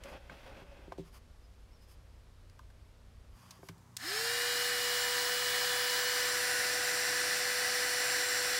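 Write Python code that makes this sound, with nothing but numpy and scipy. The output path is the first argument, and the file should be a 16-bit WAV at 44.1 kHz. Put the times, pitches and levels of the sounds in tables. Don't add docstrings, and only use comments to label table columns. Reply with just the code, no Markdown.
import sys
import numpy as np
from scipy import signal
from scipy.fft import rfft, irfft, next_fast_len
from scipy.io import wavfile
from scipy.ndimage import uniform_filter1d

SR = 44100
rng = np.random.default_rng(int(sys.argv[2]) if len(sys.argv) > 2 else 0)


def generate_wav(signal):
    frames = np.transpose(np.atleast_2d(signal))
    scaled = np.clip(frames, -1, 1) * 32767
    pcm = np.round(scaled).astype(np.int16)
    wavfile.write(sys.argv[1], SR, pcm)


N = 378819
T = np.arange(N) / SR
SIZE = next_fast_len(N, real=True)
HZ = np.maximum(np.fft.rfftfreq(SIZE, 1 / SR), 1)

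# (frequency [Hz], level with the rumble [dB], level after it [dB])
HUM_TONES = [(58.3, -64.5, -75), (91.9, -65.5, -70), (119.8, -73.5, -68), (182, -88, -71),
             (239.5, -78.5, -74)]
# (frequency [Hz], relative level [dB])
RUMBLY_SPECTRUM = [(13, -40), (22, -5), (55, -5.5), (99, -16.5), (200, -26), (330, -29), (500, -27.5),
                   (750, -33), (1100, -34), (2200, -39), (5300, -42.5), (6000, -45.5), (12400, -51.5),
                   (15500, -62)]
# (frequency [Hz], relative level [dB])
CALM_SPECTRUM = [(13, -49), (25, -30), (60, -1), (120, 0), (200, -5), (350, -10), (700, -13.5), (950, -8),
                 (1500, -15.5), (2800, -23.5), (6600, -22.5), (15500, -33)]
RUMBLE_ENDS_S, RUMBLY_DB, CALM_DB = 3.35, -57, -64

# (frequency [Hz], relative level [dB])
GRIP_SPECTRUM = [(60, -30), (160, -8), (400, -10.5), (750, -9.5), (1200, -16), (2500, -19), (3600, -25),
                 (5000, -29.5), (7600, -40), (13000, -43), (15500, -50)]
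# (frequency [Hz], width [Hz], gain [dB])
HOLLOW_MODES = [(557, 75, 9.5), (1530, 220, 8), (2070, 100, 7), (2600, 290, 7.5), (3330, 280, 9.5)]
# (time [s], length [s], level before trim [dB], brightness [dB per octave])
PALM_STROKES = [(0, 0.038, -53.5, 0), (0.042, 0.064, -46.5, -0.5), (0.096, 0.092, -47, -0.7),
                (0.153, 0.18, -60.5, 1.5), (0.291, 0.055, -54, -2.5), (0.293, 0.21, -55, 2),
                (.45, 0.12, -53.5, 0), (0.546, 0.095, -54.5, 0.9), (0.558, 0.43, -58.5, 0.3)]
# (time [s], length [s], level [dB], brightness [dB per octave])
FINGER_BRUSHES = [(0.02, 0.14, -58.5, -0.5), (0.326, 0.43, -66, -5), (1.04, 0.07, -67, 1),
                  (1.117, 0.08, -60, 1), (1.8, .06, -71, 3), (1.869, 0.091, -65.5, 3),
                  (3.295, 0.35, -63, 0.1), (3.6, 0.14, -65, 3.5)]
# (frequency [Hz], relative level [dB])
BRUSH_SPECTRUM = [(200, -16), (600, 1.5), (1100, 8.5), (1800, 0), (3300, 0), (3900, -11), (4800, -0.5),
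                  (6000, -5.5), (7000, -9), (12000, -7), (16000, -22)]
# (frequency [Hz], width [Hz], gain [dB])
HANDLE_MODES = [(1130, 100, 4), (4700, 400, 3), (6870, 200, 4)]

# (frequency [Hz], relative level [dB], 60 dB decay time [s])
BENCH_MODES = [(104, 3.5, 0.22), (167.4, 1.5, 0.22), (301, -2, 0.077), (387, -2, 0.12), (515, -3.5, 0.054),
               (700, -0.5, 0.034), (897, -5, 0.037), (1043, -2, 0.038), (1210, -10.5, 0.05),
               (1553, 0, 0.026), (2240, 0.5, 0.039)]
# (time [s], peak level [dB], centre of the blow [Hz], spread [octaves])
BLOWS = [(.297, -39, 1500, 0.36), (0.617, -44.5, 500, 1.3), (0.787, -52, 450, .8), (0.878, -41.5, 330, .7),
         (0.9203, -31.5, 820, 0.66), (.931, -52, 800, 0.53), (.982, -34, 390, 0.67), (.993, -32, 308, 0.74),
         (2.593, -44.5, 1210, .3), (3.589, -53, 400, 1.0), (3.63, -41.5, 580, 1.03),
         (3.688, -39, 1320, 0.63), (3.693, -39, 200, 1)]
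# (time [s], peak level [dB], centre [Hz], 60 dB decay time [s])
PLASTIC_CLICKS = [(0.036, -44, 5900, 0.029), (0.037, -40.5, 2280, 0.04), (.297, -53, 2490, 0.024),
                  (0.922, -47.5, 2980, 0.049), (0.979, -52, 3200, 0.25), (2.498, -51, 2960, 0.01),
                  (2.592, -50.5, 4000, 0.022), (2.702, -55, 1500, 0.025), (3.508, -39.5, 4170, 0.038),
                  (3.687, -38.5, 5000, .03), (3.688, -43.5, 1900, .05), (3.781, -55, 5500, 0.015),
                  (3.9675, -25.5, 5570, 0.0039), (3.97, -24.5, 5200, 0.015)]
# (time [s], length [s], highest pitch [Hz], level at the middle [dB])
SQUEAK_EVENTS = [(1.427, .05, 5120, -77), (1.71, 0.071, 5530, -73), (1.805, 0.055, 5170, -74),
                 (1.855, 0.088, 5360, -77), (4.055, 0.054, 5280, -43.5)]
SQUEAK_BASE_HZ = 4800

# (time [s], tilt [0 = side-on, 1 = nozzle turned away and down])
GUN_TILT = [(5.2, 0.27), (6.1, 0.3), (6.5, 1)]
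# (frequency [Hz], relative level side-on [dB], relative level tilted [dB])
AIR_SPECTRA = [(30, -51, -45), (70, -42, -23), (192, -29, -22.5), (426, -21, -16), (1007, -9, -8.5),
               (1724, -1.5, 0), (2890, -10, -14), (4500, -6.5, -9), (6860, -13.5, -16), (9970, -16, -13),
               (15500, -22.5, -23)]
# (frequency [Hz], width [Hz], gain side-on [dB], gain tilted [dB])
DUCT_MODES = [(205, 29, -3, -1.5), (305, 46, 4, 5), (754, 62, 8, 7.5), (889, 100, -6, -6),
              (1151, 186, -3, -6.5), (1380, 78, -3.5, -3.5), (1760, 54, 7.5, 4), (1983, 133, -2.5, 5.5),
              (2146, 62, -9, -7), (2620, 280, -8, 2), (2790, 150, 0, 4), (2932, 100, 4.5, 0),
              (3250, 70, 7, 1.5), (3364, 106, -19, -5), (4187, 99, 6, 7.5), (5000, 170, 1.5, 5),
              (5310, 130, 8.5, 4), (5555, 260, -14.5, 8.5), (6140, 140, -2, -7), (6050, 590, -4.5, 1),
              (6600, 220, 3, 2.5), (7350, 290, -1.5, 9), (8340, 150, 2.5, -2), (8730, 230, -1, 5),
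              (9940, 540, -1.5, -11), (11480, 240, -6, -4), (12030, 570, 4.5, -6)]
# (multiple of blade rate, level side-on before trim [dB], level tilted before trim [dB])
FAN_PARTIALS = [(1, -43, -45.3), (2, -65.5, -62), (6, -40, -55), (12, -52, -48.5), (20, -56.5, -57)]
# (middle time [s], length [s], multiple of blade rate, gain [dB])
BEAM_SWELLS = [(4.2, .2, 12, 9), (4.26, .24, 20, 5), (4.7, .7, 20, 5), (5.09, 0.47, 2, 12),
               (5.796, 1.64, 2, 13), (5.837, 0.37, 20, 8), (6.113, 0.51, 12, 3.5), (6.49, .5, 20, 10.5),
               (7.85, 0.85, 20, 6.5), (8.197, 2.9, 6, 5)]
# (multiple of blade rate before rounding, level side-on before trim [dB], level tilted before trim [dB])
MOTOR_ORDERS = [(3, -54, -51.5), (3.99, -54, -58), (4.99, -51.5, -56.5), (7.01, -54, -56.5),
                (8, -54, -56.5), (9, -58, -52), (10, -49.5, -49.5), (11.13, -65, -60), (15, -52.5, -50.5),
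                (15.97, -53, -58), (17.96, -64, -57), (18.97, -54, -63), (20.9, -63, -59), (21.8, -71, -67),
                (22.8, -68, -68), (24.2, -64, -69), (24.8, -67, -64), (26, -63, -64), (27, -66, -67),
                (28, -65, -66), (29, -63, -66), (30, -52, -69), (31, -62, -64), (32.2, -51, -70)]

SWITCH_ON_S, BLADE_HZ = 3.97, 494.3
RUN_UP_HZ, RUN_UP_S, CREEP_HZ, CREEP_S = 444, 0.08545, 15.96, 1.073
FLOW_DB, FLOW_POWER, FAR_DB, APPROACH_S = -32.8, 1.6, -2.0, 0.87
TONE_POWER, PARTIALS_POWER = 2.6, 4.1
TOP_HZ = 15750


def undb(db):
    return 10 ** (np.asarray(db) / 20)


def colour(points, axis=1):
    points = np.array(points, float)
    return np.interp(np.log(HZ), np.log(points[:, 0]), points[:, axis])


def resonances(modes):
    return sum(db * np.exp(-2 * ((HZ - hz) / width) ** 2) for hz, width, db in modes)


def noise(db):
    x = irfft(rfft(rng.standard_normal(SIZE)) * undb(db), SIZE)[:N]
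    return x / x.std()


def walk(rate):
    size = max(int(SR / rate), 1)
    steps = np.repeat(rng.standard_normal(N // size + 1), size)[:N]
    x = uniform_filter1d(uniform_filter1d(steps, size), size // 2 + 1)
    return x / x.std()


def arch(s, length):
    out = np.zeros(N)
    inside = (T > s) & (T < s + length)
    out[inside] = np.sin(np.pi * (T[inside] - s) / length)
    return out


def add(out, s, sound, db):
    i = max(int(s * SR), 0)
    scaled = undb(db) * sound / np.abs(sound).max()
    out[i:i + len(sound)] += scaled[:N - i]


def room(waver_db=2.0):
    calm = np.clip((T - RUMBLE_ENDS_S) / 0.014, 0, 1)
    hum = np.zeros(N)
    for hz, rumbly_db, calm_db in HUM_TONES:
        db = rumbly_db + calm * (calm_db - rumbly_db) + waver_db * walk(2.91)
        hum += np.sqrt(2) * undb(db) * np.sin(2 * np.pi * hz * T)
    rumbly_noise = undb(RUMBLY_DB) * noise(colour(RUMBLY_SPECTRUM))
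    calm_noise = undb(CALM_DB) * noise(colour(CALM_SPECTRUM))
    return hum + (1 - calm) * rumbly_noise + calm * calm_noise


def handling(trim_db=-1.5, grain_db=1.0, shift_db=1.5, fullness=0.61):
    out, octaves = np.zeros(N), np.log2(HZ)
    shell = colour(GRIP_SPECTRUM)
    hollow = np.zeros(N)
    for mode in HOLLOW_MODES[1:]:
        ringing = noise(shell + resonances([HOLLOW_MODES[0], mode]))
        hollow += ringing * undb(shift_db * walk(13.5))
    hollow_spectrum = rfft(hollow, SIZE)
    for s, length, level_db, bright in PALM_STROKES:
        rub = irfft(hollow_spectrum * undb(bright * octaves), SIZE)[:N]
        out += undb(level_db + trim_db) * arch(s, length) ** fullness * rub / rub.std()
    handle = colour(BRUSH_SPECTRUM) + resonances(HANDLE_MODES)
    for s, length, level_db, bright in FINGER_BRUSHES:
        out += undb(level_db) * arch(s, length) * noise(handle + bright * octaves)
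    return out * undb(grain_db * walk(160))


def knocks(rise_s=0.00019):
    out, t = np.zeros(N), T[:SR // 2]
    for s, db, centre_hz, spread in BLOWS:
        ring = np.zeros(len(t))
        for k, (hz, mode_db, t60) in enumerate(BENCH_MODES):
            nearness = np.exp(-0.5 * (np.log2(hz / centre_hz) / spread) ** 2)
            decay = undb(mode_db - 60 * t / t60)
            ring += (-1) ** k * nearness * decay * np.sin(2 * np.pi * hz * t)
        add(out, s, ring * (1 - np.exp(-t / rise_s)), db)
    return out


def clicks(band_ratio=1.4, tail_db=-30, tail_s=0.24):
    out, t = np.zeros(N), T[:SR // 4]
    for s, db, hz, t60 in PLASTIC_CLICKS:
        crack = np.exp(-np.log(1000) * t / t60)
        tail = undb(tail_db) * np.exp(-np.log(1000) * t / tail_s)
        shell = signal.butter(1, [hz / band_ratio, hz * band_ratio], "band", fs=SR, output="sos")
        add(out, s, signal.sosfilt(shell, (crack + tail) * rng.standard_normal(len(t))), db)
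    return out


def walls(x, wet_db=-15, t60=0.5, dull_hz=2500):
    t = T[:SR // 2]
    tail = rng.standard_normal(len(t)) * np.exp(-np.log(1000) * t / t60) * (t > 0.006)
    dull = signal.butter(1, dull_hz, fs=SR, output="sos")
    tail = signal.sosfilt(dull, tail / np.linalg.norm(tail))
    return x + undb(wet_db) * signal.fftconvolve(x, tail)[:N]


def squeaks(rough=0.0112, flicker_db=1.5):
    out, scatter = np.zeros(N), 1 + rough * walk(400)
    for s, length, top_hz, db in SQUEAK_EVENTS:
        push = arch(s, length)
        hz = (SQUEAK_BASE_HZ + (top_hz - SQUEAK_BASE_HZ) * push) * scatter
        out += np.sqrt(2 * push) * undb(db) * np.sin(2 * np.pi * np.cumsum(hz) / SR)
    return out * undb(flicker_db * walk(50))


def air(phase, tilt, load, gust_db=0.28, chop=0.065, hiss_hz=6000, slow_dull=0.2):
    duct = np.array(DUCT_MODES)
    side_db = colour(AIR_SPECTRA, axis=1) + resonances(duct[:, [0, 1, 2]])
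    tilted_db = colour(AIR_SPECTRA, axis=2) + resonances(duct[:, [0, 1, 3]])
    rush = np.sqrt(1 - tilt) * noise(side_db) + np.sqrt(tilt) * noise(tilted_db)
    hiss = signal.sosfilt(signal.butter(1, hiss_hz, "high", fs=SR, output="sos"), rush)
    hiss_change = chop * np.sin(2 * phase) - slow_dull * (1 - load)
    return (rush + hiss_change * hiss) * undb(gust_db * walk(13))


def bench_echo(x, swing_m=0.266, settle_s=0.28, sway_m=0.0034, share=0.062):
    swing = swing_m * np.exp(-np.maximum(T - SWITCH_ON_S, 0) / settle_s)
    out = x
    for path_m in (0.3, 0.62, 1.1):
        detour_m = path_m + swing + sway_m * walk(1)
        lag = np.round(detour_m / 343 * SR).astype(int)
        out = out + share * x[np.maximum(np.arange(N) - lag, 0)]
    return out


def whine(phase, tilt, trim_db=-0.8, waver_db=2.4, flicker_db=1.5, between_db=-68):
    out = np.zeros(N)
    whole = [(round(k), side_db, tilted_db) for k, side_db, tilted_db in MOTOR_ORDERS]
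    between = [(k + 0.5, between_db, between_db) for k in range(24, 32)]
    for k, side_db, tilted_db in whole + between:
        db = side_db + tilt * (tilted_db - side_db) + trim_db
        db = db + waver_db * walk(2.515) + flicker_db * walk(22)
        out += undb(db) * np.sin(k * phase + rng.uniform(0, 2 * np.pi))
    return np.sqrt(2) * out


def fan(phase, hz, tilt, trim_db=0.4, flutter=0.053, duct_share=0.58):
    out = np.zeros(N)
    duct = duct_share * resonances(np.array(DUCT_MODES)[:, :3])
    for k, side_db, tilted_db in FAN_PARTIALS:
        db = side_db + tilt * (tilted_db - side_db) + trim_db
        db = db + np.interp(k * hz, HZ, duct) - np.interp(k * BLADE_HZ, HZ, duct)
        for middle_s, length, multiple, gain_db in BEAM_SWELLS:
            if multiple == k:
                db = db + gain_db * arch(middle_s - length / 2, length)
        drive = (hz / BLADE_HZ) ** (TONE_POWER if k == 1 else PARTIALS_POWER)
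        out += drive * undb(db) * (1 + flutter * walk(25)) * np.sin(k * phase)
    return np.sqrt(2) * out


def heat_gun(wobble=0.00032, jitter=0.00043):
    age = np.maximum(T - SWITCH_ON_S, 0)
    hz = BLADE_HZ - RUN_UP_HZ * np.exp(-age / RUN_UP_S) - CREEP_HZ * np.exp(-age / CREEP_S)
    speed = hz / BLADE_HZ
    tilt = np.interp(T, *np.transpose(GUN_TILT))
    flow = speed ** FLOW_POWER * undb(FLOW_DB + FAR_DB * np.exp(-age / APPROACH_S))
    unsteady_hz = hz * (1 + wobble * walk(8) + jitter * walk(60))
    phase = 2 * np.pi * np.cumsum(unsteady_hz) / SR
    tones = fan(phase, hz, tilt) + speed ** PARTIALS_POWER * whine(phase, tilt)
    rush = flow * bench_echo(air(phase, tilt, speed ** TONE_POWER))
    running = np.clip(age / 0.01, 0, 1)
    return running * (tones + rush)


def scene():
    contacts = walls(knocks() + clicks() + handling())
    mono = room() + contacts + squeaks() + heat_gun()
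    return np.tile(mono, (2, 1))


def record(dry):
    return signal.sosfilt(signal.ellip(12, 0.1, 80, TOP_HZ, fs=SR, output="sos"), dry)


dry = scene()
out = record(dry)
generate_wav(out)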